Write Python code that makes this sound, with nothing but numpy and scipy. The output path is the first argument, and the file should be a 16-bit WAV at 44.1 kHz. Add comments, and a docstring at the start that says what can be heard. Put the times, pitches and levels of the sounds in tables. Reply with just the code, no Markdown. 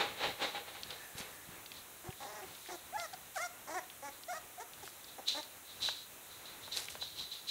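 """A puppy whimpers in a quick, squeaky run, its vocal folds cracking between a low and a high voice.
Around it in the pen the litter jostles at the mother: wet mouths click and pop at the teats,
paws scrape the floor, fur brushes the bedding, bodies bump softly, and a thin whine passes early on.
One mono microphone hears it all from close by, over a faint steady hiss;
the walls of the small room answer the voice, the clicks and the pops."""
import sys
import numpy as np
from scipy import signal
from scipy.fft import rfft, irfft, next_fast_len
from scipy.io import wavfile
from scipy.ndimage import map_coordinates

SR = 44100
rng = np.random.default_rng(int(sys.argv[2]) if len(sys.argv) > 2 else 0)


def master(y):
    """Save y as 16-bit WAV."""
    cut = np.clip(np.atleast_2d(y).T, -1, 1)
    pcm = np.round(cut * 32767)  # scale
    wavfile.write(sys.argv[1], SR, pcm.astype(np.int16))


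N = 331053
TOP_HZ = 15750  # the microphone's band limit


def amp(db):
    """Decibels to gain."""
    return 10 ** (np.asarray(db) / 20)


def unit(x):
    """Scale to rms 1."""
    return x / np.sqrt(np.mean(x ** 2) + 1e-20)


def along(points, hz):
    """Read (frequency [Hz], value) points on a log axis."""
    freqs, values = np.transpose(points)
    return np.interp(np.log(hz + 1), np.log(freqs + 1), values)


def wobble(rate, size):
    """A smooth random curve, rate knots a second."""
    return map_coordinates(rng.standard_normal(SR // 2), [np.arange(size) * rate / SR], mode="wrap")


def filtered(x, response):
    """Shape x by a response given as a function of frequency."""
    size = next_fast_len(len(x) + 8192)
    return irfft(rfft(x, size) * response(np.fft.rfftfreq(size, 1 / SR)), size)[:len(x)]


def noise(colour, size, modes=()):
    """Noise of rms 1 with the given spectrum, raised at any resonances."""
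    def response(hz):
        ring = sum(amp(db) / (1 + (2 * (hz - centre) / width) ** 2) for centre, width, db in modes)
        return amp(along(colour, hz)) * (1 + ring)
    return unit(filtered(rng.standard_normal(size), response))


def add(track, s, sound):
    """Mix a sound into the track from time s."""
    start = max(round(s * SR), 0)
    part = track[start:start + len(sound)]
    part += sound[:len(part)]


def strokes(table, colour, t60, grain_db, modes=()):
    """Grainy noise swells 12 dB per rise time to each peak, then dies away."""
    t = np.arange(N) / SR
    power = np.zeros(N)
    for s, db, rise in table:
        below_peak_db = np.where(t < s, 12 * (s - t) / rise, 60 * (t - s) / t60)
        power += amp(db - below_peak_db) ** 2
    return np.sqrt(power) * unit(noise(colour, N, modes) * amp(grain_db * wobble(500, N)))


def smacks(table, sharpness, spatter, spatter_t60):
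    """A wet seal snaps and spatters for a few milliseconds inside the damped cavity of the mouth."""
    track, t = np.zeros(N), np.arange(SR // 16) / SR
    for s, db, centre in table:
        burst = (t == 0) + spatter * rng.standard_normal(len(t)) * amp(-60 * t / spatter_t60)
        cavity = lambda hz: 1j * hz * centre / (sharpness * (centre ** 2 - hz ** 2) + 1j * hz * centre)
        smack = filtered(burst, lambda hz: cavity(hz) ** 2)
        add(track, s, amp(db) * smack / np.abs(smack).max())
    return track


# room tone and hiss at the microphone: (frequency [Hz], level [dB])
ROOM_TONE_COLOUR = [(20, -9), (70, -5.5), (160, -9.5), (350, -3.5), (750, -2.5), (1300, -3.5), (2700, -6),
                    (3600, -32.5)]
HISS_COLOUR = [(2200, -55), (2900, 1), (3900, 1), (4500, -7), (5100, -4.5), (6200, 3), (10000, 3),
               (15500, 3.5)]


def room_tone(tone_db=-60, hiss_db=-54, waver_db=-2.0):
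    """Slightly restless room noise lies under a smooth hiss."""
    tone = amp(tone_db + waver_db * wobble(7, N)) * noise(ROOM_TONE_COLOUR, N)
    return tone + amp(hiss_db) * noise(HISS_COLOUR, N)


# how much the litter stirs in the pen: (time [s], level [dB])
LITTER_ACTIVITY = [(0, -53.5), (.8, -58), (1.5, -60.5), (2.3, -59.5), (3.2, -64.5), (5.6, -64.5),
                   (6.8, -57.5), (7.5, -63.5)]
# the dull shuffle on the blanket and the bright rub of fur: (frequency [Hz], level [dB])
BLANKET_COLOUR = [(30, -13), (90, -0.5), (220, -7.5), (3800, -14.5), (6000, -25.5)]
FUR_COLOUR = [(200, -28.5), (800, -29.5), (1600, -28), (2500, -18), (3300, -8.5), (3700, -1.5), (4000, 0),
              (4500, -10), (5200, -16.5), (6300, -17), (9000, -27.5), (14000, -39)]


def stirring(blanket_unrest_db=3.5, fur_unrest_db=4.5, fur_offset_db=-2.5):
    """The litter shifts unevenly on the blanket, and muzzles rub in the fur as it does."""
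    level_db = np.interp(np.arange(N) / SR, *np.transpose(LITTER_ACTIVITY))
    blanket = unit(amp(blanket_unrest_db * wobble(14, N)) * noise(BLANKET_COLOUR, N))
    fur = unit(amp(fur_unrest_db * wobble(13, N)) * noise(FUR_COLOUR, N))
    return amp(level_db) * (blanket + amp(fur_offset_db) * fur)


# paws on the pen floor: (peak time [s], level [dB], rise [s])
PAW_STROKES = [(.008, -31, .057), (.238, -32, 0.044), (.424, -33, 0.022), (.555, -40, 0.019),
               (.68, -48, 0.018), (.757, -47.5, 0.026), (.912, -49, 0.021), (1.2, -44.5, 0.036),
               (6.79, -50, 0.09)]
# their spectrum at the microphone: (frequency [Hz], level [dB])
PAW_COLOUR = [(80, -23), (300, -8.5), (480, -6), (1000, -5), (2900, -6.5), (4150, -6.5), (4900, -19.5),
              (7000, -24), (14000, -43)]
# resonances of the floor: (frequency [Hz], width [Hz], added level [dB])
FLOOR_MODES = [(498, 99, 3.5), (817, 34, 9.5), (2210, 120, -3), (3820, 130, -3)]


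def paw_scrapes():
    """Paws catch and slip, and the pen floor rings under them."""
    return strokes(PAW_STROKES, PAW_COLOUR, t60=0.36, grain_db=1.0, modes=FLOOR_MODES)


# fur against the bedding: (peak time [s], level [dB], rise [s])
FUR_STROKES = [(.425, -39, 0.014), (.91, -51, 0.026), (5.09, -53.5, 0.018), (5.284, -32, .011),
               (5.71, -52.5, 0.064), (5.827, -33.5, 0.012), (5.86, -35.5, 0.019), (6.31, -56.5, 0.042),
               (6.46, -50.5, .014), (6.635, -48.5, 0.013), (6.724, -38.5, 0.007), (7.018, -41.5, 0.014),
               (7.191, -40.5, 0.029), (7.325, -43, .015), (7.49, -36.5, 0.016)]
# a thin ring in the brushing: (frequency [Hz], width [Hz], added level [dB])
FUR_RING = [(3972, 20, 4)]


def fur_swishes():
    """Fur brushes the bedding; fibres catching and slipping make it grainy."""
    return strokes(FUR_STROKES, FUR_COLOUR, t60=0.41, grain_db=1.0, modes=FUR_RING)


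# the clearest tongue clicks at the teats: (time [s], peak level [dB], mouth resonance [Hz])
TONGUE_CLICKS = [(0.8335, -28.5, 3680), (0.9062, -30, 3630), (1.6608, -36, 3660), (1.718, -33.5, 2980),
                 (2.9992, -27.5, 3800), (3.1366, -36, 4000), (3.9006, -36.5, 3060), (4.2355, -36, 3890),
                 (4.735, -37, 3330), (5.044, -38, 4100), (5.2839, -23, 3970), (5.4301, -33.5, 4040),
                 (6.772, -19.5, 3800), (6.8845, -30, 2420)]


def tongue_clicks():
    """A tongue breaks its wet seal with a bright snap."""
    return smacks(TONGUE_CLICKS, sharpness=1.72, spatter=0.13, spatter_t60=0.024)


# a whine, faint at the microphone: (peak time [s], level [dB], rise [s])
WHINE_SWELLS = [(1.05, -54.5, 0.24), (1.33, -55, 0.069)]
# its narrow band: (frequency [Hz], level [dB])
WHINE_BAND = [(1350, -38), (1750, -11), (2150, -32.5)]


def thin_whine():
    """A narrow band of noise swells twice and fades."""
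    return strokes(WHINE_SWELLS, WHINE_BAND, t60=0.74, grain_db=2.5)


# bodies meeting the pen floor: (time [s], peak level [dB], pitch [Hz])
BODY_BUMPS = [(1.152, -41.5, 132), (1.204, -40, 190), (1.489, -44, 151), (2.089, -33.5, 130)]


def body_bumps(decay_cycles=3.2, attack_s=.001):
    """A soft body gives the floor one damped push."""
    track, t = np.zeros(N), np.arange(SR // 5) / SR
    for s, db, hz in BODY_BUMPS:
        envelope = amp(-60 * t * hz / decay_cycles) * (1 - np.exp(-t / attack_s))
        push = np.sin(2 * np.pi * hz * t) * envelope
        add(track, s, -amp(db) * push / np.abs(push).max())
    return track


# rustles in the bedding: (peak time [s], level [dB], rise [s])
BEDDING_STROKES = [(1.185, -44.5, .018), (2.7, -58, 0.36), (3.36, -47.5, 0.014), (4.86, -52, .027),
                   (5.85, -50, 0.059), (6.776, -39.5, 0.029), (6.81, -47, .02), (6.9, -47, .004)]
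# their airy spectrum: (frequency [Hz], level [dB])
BEDDING_COLOUR = [(500, -7), (2500, 7.5), (4500, 9.5), (6300, 8), (9000, 6.5), (12500, 3.5), (15000, -30)]


def bedding_rustles():
    """Rubbed bedding rustles with a coarse grain as its fibres catch and slip."""
    return strokes(BEDDING_STROKES, BEDDING_COLOUR, t60=0.29, grain_db=3.0)


def effort(t, s, length, hz, glide, db, mouth_db, roughness):
    """One push of a puppy's voice: the pitch glides and arches, the level follows, the roughness settles."""
    sag, loud_db, full_sag_s = .11, -39.5, 0.0593  # a loud, long note sags by this share at both ends
    db_per_octave, taper_db, closing_db, settling = 6.5, 1.3, 1.5, 0.66
    pure_swell_db, pure_roughness = 5.5, 0.014  # only a nearly pure note swells towards its end
    position = np.clip(2 * (t - s) / length - 1, -1, 1)  # -1 at the start, 1 at the end
    ends = position ** 2
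    arch = sag * amp(db - loud_db) * min(length / full_sag_s, 1)
    octaves = glide * position / 2 + np.log2(1 - arch * ends)
    swell_db = pure_swell_db * np.exp(-roughness / pure_roughness) * position
    level_db = db + db_per_octave * octaves + swell_db - taper_db * ends
    rough = np.clip(roughness * (1 - settling * position / 2), 0, 1)
    return hz * 2 ** octaves, level_db, mouth_db - closing_db * ends, rough


# the puppy's throat and muzzle, and air past its folds: (frequency [Hz], level [dB])
THROAT_COLOUR = [(150, -47), (340, -2), (490, -8.5), (800, 4.5), (1080, -6), (1480, -11), (1780, -6),
                 (2120, -11), (2700, -29.5), (4000, -26.5), (4800, -29.5), (5700, -17.5), (14000, -37.5)]
WHEEZE_COLOUR = [(2500, -42), (4800, 16), (5700, 1.5), (8500, 7), (14000, -33)]


def whimper(row, edge_s=.006, jitter=0.057, shimmer_db=3.0, wheeze_db=-21):
    """Vocal folds sound through the throat; strain adds jitter, period doubling, rasp and a wheeze."""
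    s, length = row[:2]
    t = s - edge_s + np.arange(SR // 4) / SR
    pitch, level_db, mouth_db, rough = effort(t, *row)
    pitch = pitch * (1 + (0.0063 + jitter * rough) * wobble(337.6, len(t)))
    phase = 2 * np.pi * np.cumsum(pitch) / SR
    orders = np.arange(2, 72)[:, None] / 2
    hz = orders * pitch
    # in the high voice every other cycle weakens, which puts lines halfway between the harmonics
    halfway = np.where(orders % 1 > 0, rough * np.clip(pitch / 450 - .5, 0, 1), 1)
    # an open mouth lets out more above 1 kHz; a closed one hums through the nose
    opening_db = mouth_db * along([(380, -0.23), (850, 0.25), (1150, 1), (4000, 0.49)], hz)
    # the folds close unevenly, which the upper harmonics show most
    flutter_db = (shimmer_db + np.clip(hz / 5000, 0, 1)) * np.array([wobble(91, len(t)) for _ in orders])
    # a relaxed voice is nearly a whistle; the least strain brings out the reedy top
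    strain = np.sqrt(np.clip(10 * rough, 0, 1))
    reed = np.where(hz > 3000, .5 + strain, 1)
    gains = reed * halfway * amp(along(THROAT_COLOUR, hz) + opening_db + flutter_db) * (hz < TOP_HZ)
    gains = gains / np.sqrt(np.sum(gains ** 2, axis=0) / 2)
    tone = np.sum(gains * np.sin(orders * phase + rng.normal(0, 1.0, orders.shape)), axis=0)
    puffs = 1 + np.cos(phase)  # air escapes once a cycle
    rasp = unit(noise(THROAT_COLOUR, len(t)) * puffs)
    wheeze = amp(wheeze_db + mouth_db / 2) * strain * unit(noise(WHEEZE_COLOUR, len(t)) * puffs)
    gate = np.clip((t - t[0]) / edge_s, 0, 1) * np.clip((s + length + edge_s - t) / edge_s, 0, 1)
    return t[0], gate * amp(level_db) * (np.sqrt(1 - rough ** 2) * tone + rough * rasp + wheeze)


# one puppy, close to the microphone:
# (time [s], length [s], pitch [Hz], glide [octaves], level [dB], mouth opening [dB], roughness [0-1])
WHIMPER_NOTES = [ (2.043, 0.064, 360.7, 0.22, -50, -28, 0.64), (2.206, 0.061, 276, -0.022, -46, 0, 0.43),
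                 (2.264, 0.15, 209.7, 0.044, -49, 0, 0.37), (2.421, 0.031, 381, -0.011, -48.5, -20, 0.42),
                 (2.691, .066, 359.5, -0.024, -44, -5, .5), (2.929, 0.039, 805, 0.4, -40, 3.5, 0),
                 (2.976, .084, 690, -.12, -42.5, 9.5, 0.13), (3.134, 0.013, 758, -0.14, -45, -5, .3),
                 (3.362, 0.0162, 739, -0.31, -37.5, 7.5, 0.01),
                 (3.381, .088, 699.6, 0.3, -39.5, 15.5, 0.05), (3.677, 0.071, 311, 0.31, -44.5, 3, .35),
                 (3.746, 0.047, 372, -.1, -38, 5.5, 0.02), (4.028, 0.066, 286.4, 0.0029, -45, -0.5, 0.04),
                 (4.286, 0.051, 732, 0.027, -39.5, -5, 0.02), (4.329, .054, 624.5, 0.18, -45, 13, 0.22),
                 (4.582, .019, 725, 0.021, -46.5, -9, .02), (4.601, 0.028, 447, .22, -46, -3, 0.2),
                 (4.831, 0.012, 402, -0.21, -48, -9, 0.14), (5.185, 0.018, 263.4, -0.15, -48.5, -25, 0.7),
                 (5.349, 0.057, 299.5, 0.15, -44, -5.5, 0.31)]


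def puppy():
    """A run of whimpers; where two notes touch, the voice cracks from one to the other."""
    track = np.zeros(N)
    for row in WHIMPER_NOTES:
        add(track, *whimper(row))
    return track


def licking(around_s=2.45, spread_s=0.44, softest_db=-47, count=9):
    """Licking mouths make a spell of small wet ticks at random moments."""
    early, late, size, cavity_octaves = rng.random((count, 4)).T
    times = around_s + spread_s * (late - early)
    peaks_db = softest_db + 20 * np.log10(1 + size)
    ticks = zip(times, peaks_db, 2200 * 2 ** cavity_octaves)
    return smacks(ticks, sharpness=1.95, spatter=.3, spatter_t60=0.027)


# lips at the mother's teats: (time [s], peak level [dB], mouth resonance [Hz])
LIP_POPS = [(4.876, -37, 1460), (5.887, -23.5, 1330), (6.678, -39, 830), (6.953, -36.5, 790),
            (7.024, -36, 875)]


def lip_pops():
    """Lips let go of a teat with a low, damped pop."""
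    return smacks(LIP_POPS, sharpness=0.78, spatter=0.28, spatter_t60=0.022)


# the small room around the pen: (frequency [Hz], time to fall 60 dB [s])
ROOM_DECAY = [(200, 0.37), (2000, 0.33), (10000, 0.17)]


def room_echo(x):
    """The walls answer after 5 ms; the treble dies first."""
    hz, t, spectrum = signal.stft(rng.standard_normal(SR // 2), SR, nperseg=256)
    decay = amp(-60 * t / along(ROOM_DECAY, hz)[:, None])
    tail = signal.istft(spectrum * decay, SR, nperseg=256)[1]
    tail = np.concatenate([np.zeros(SR // 200), tail / np.linalg.norm(tail)])
    return signal.fftconvolve(x, tail)[:N]


def scene():
    """All sources meet at one microphone by the pen, the direct sound well above the echo."""
    voice = puppy()
    mouths = tongue_clicks() + lip_pops()
    movement = stirring() + paw_scrapes() + fur_swishes() + body_bumps() + bedding_rustles()
    echo = room_echo(amp(-12.5) * voice + amp(-14.5) * mouths)
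    mono = room_tone() + movement + mouths + thin_whine() + voice + licking() + echo
    return np.array([mono, mono])


def record(dry, low_hz=40):
    """The microphone thins the deepest bass and keeps nothing above its band limit."""
    response = lambda hz: 1j * hz / (low_hz + 1j * hz) * (hz < TOP_HZ)
    return np.array([filtered(channel, response) for channel in dry])


dry = scene()
out = record(dry)
master(out)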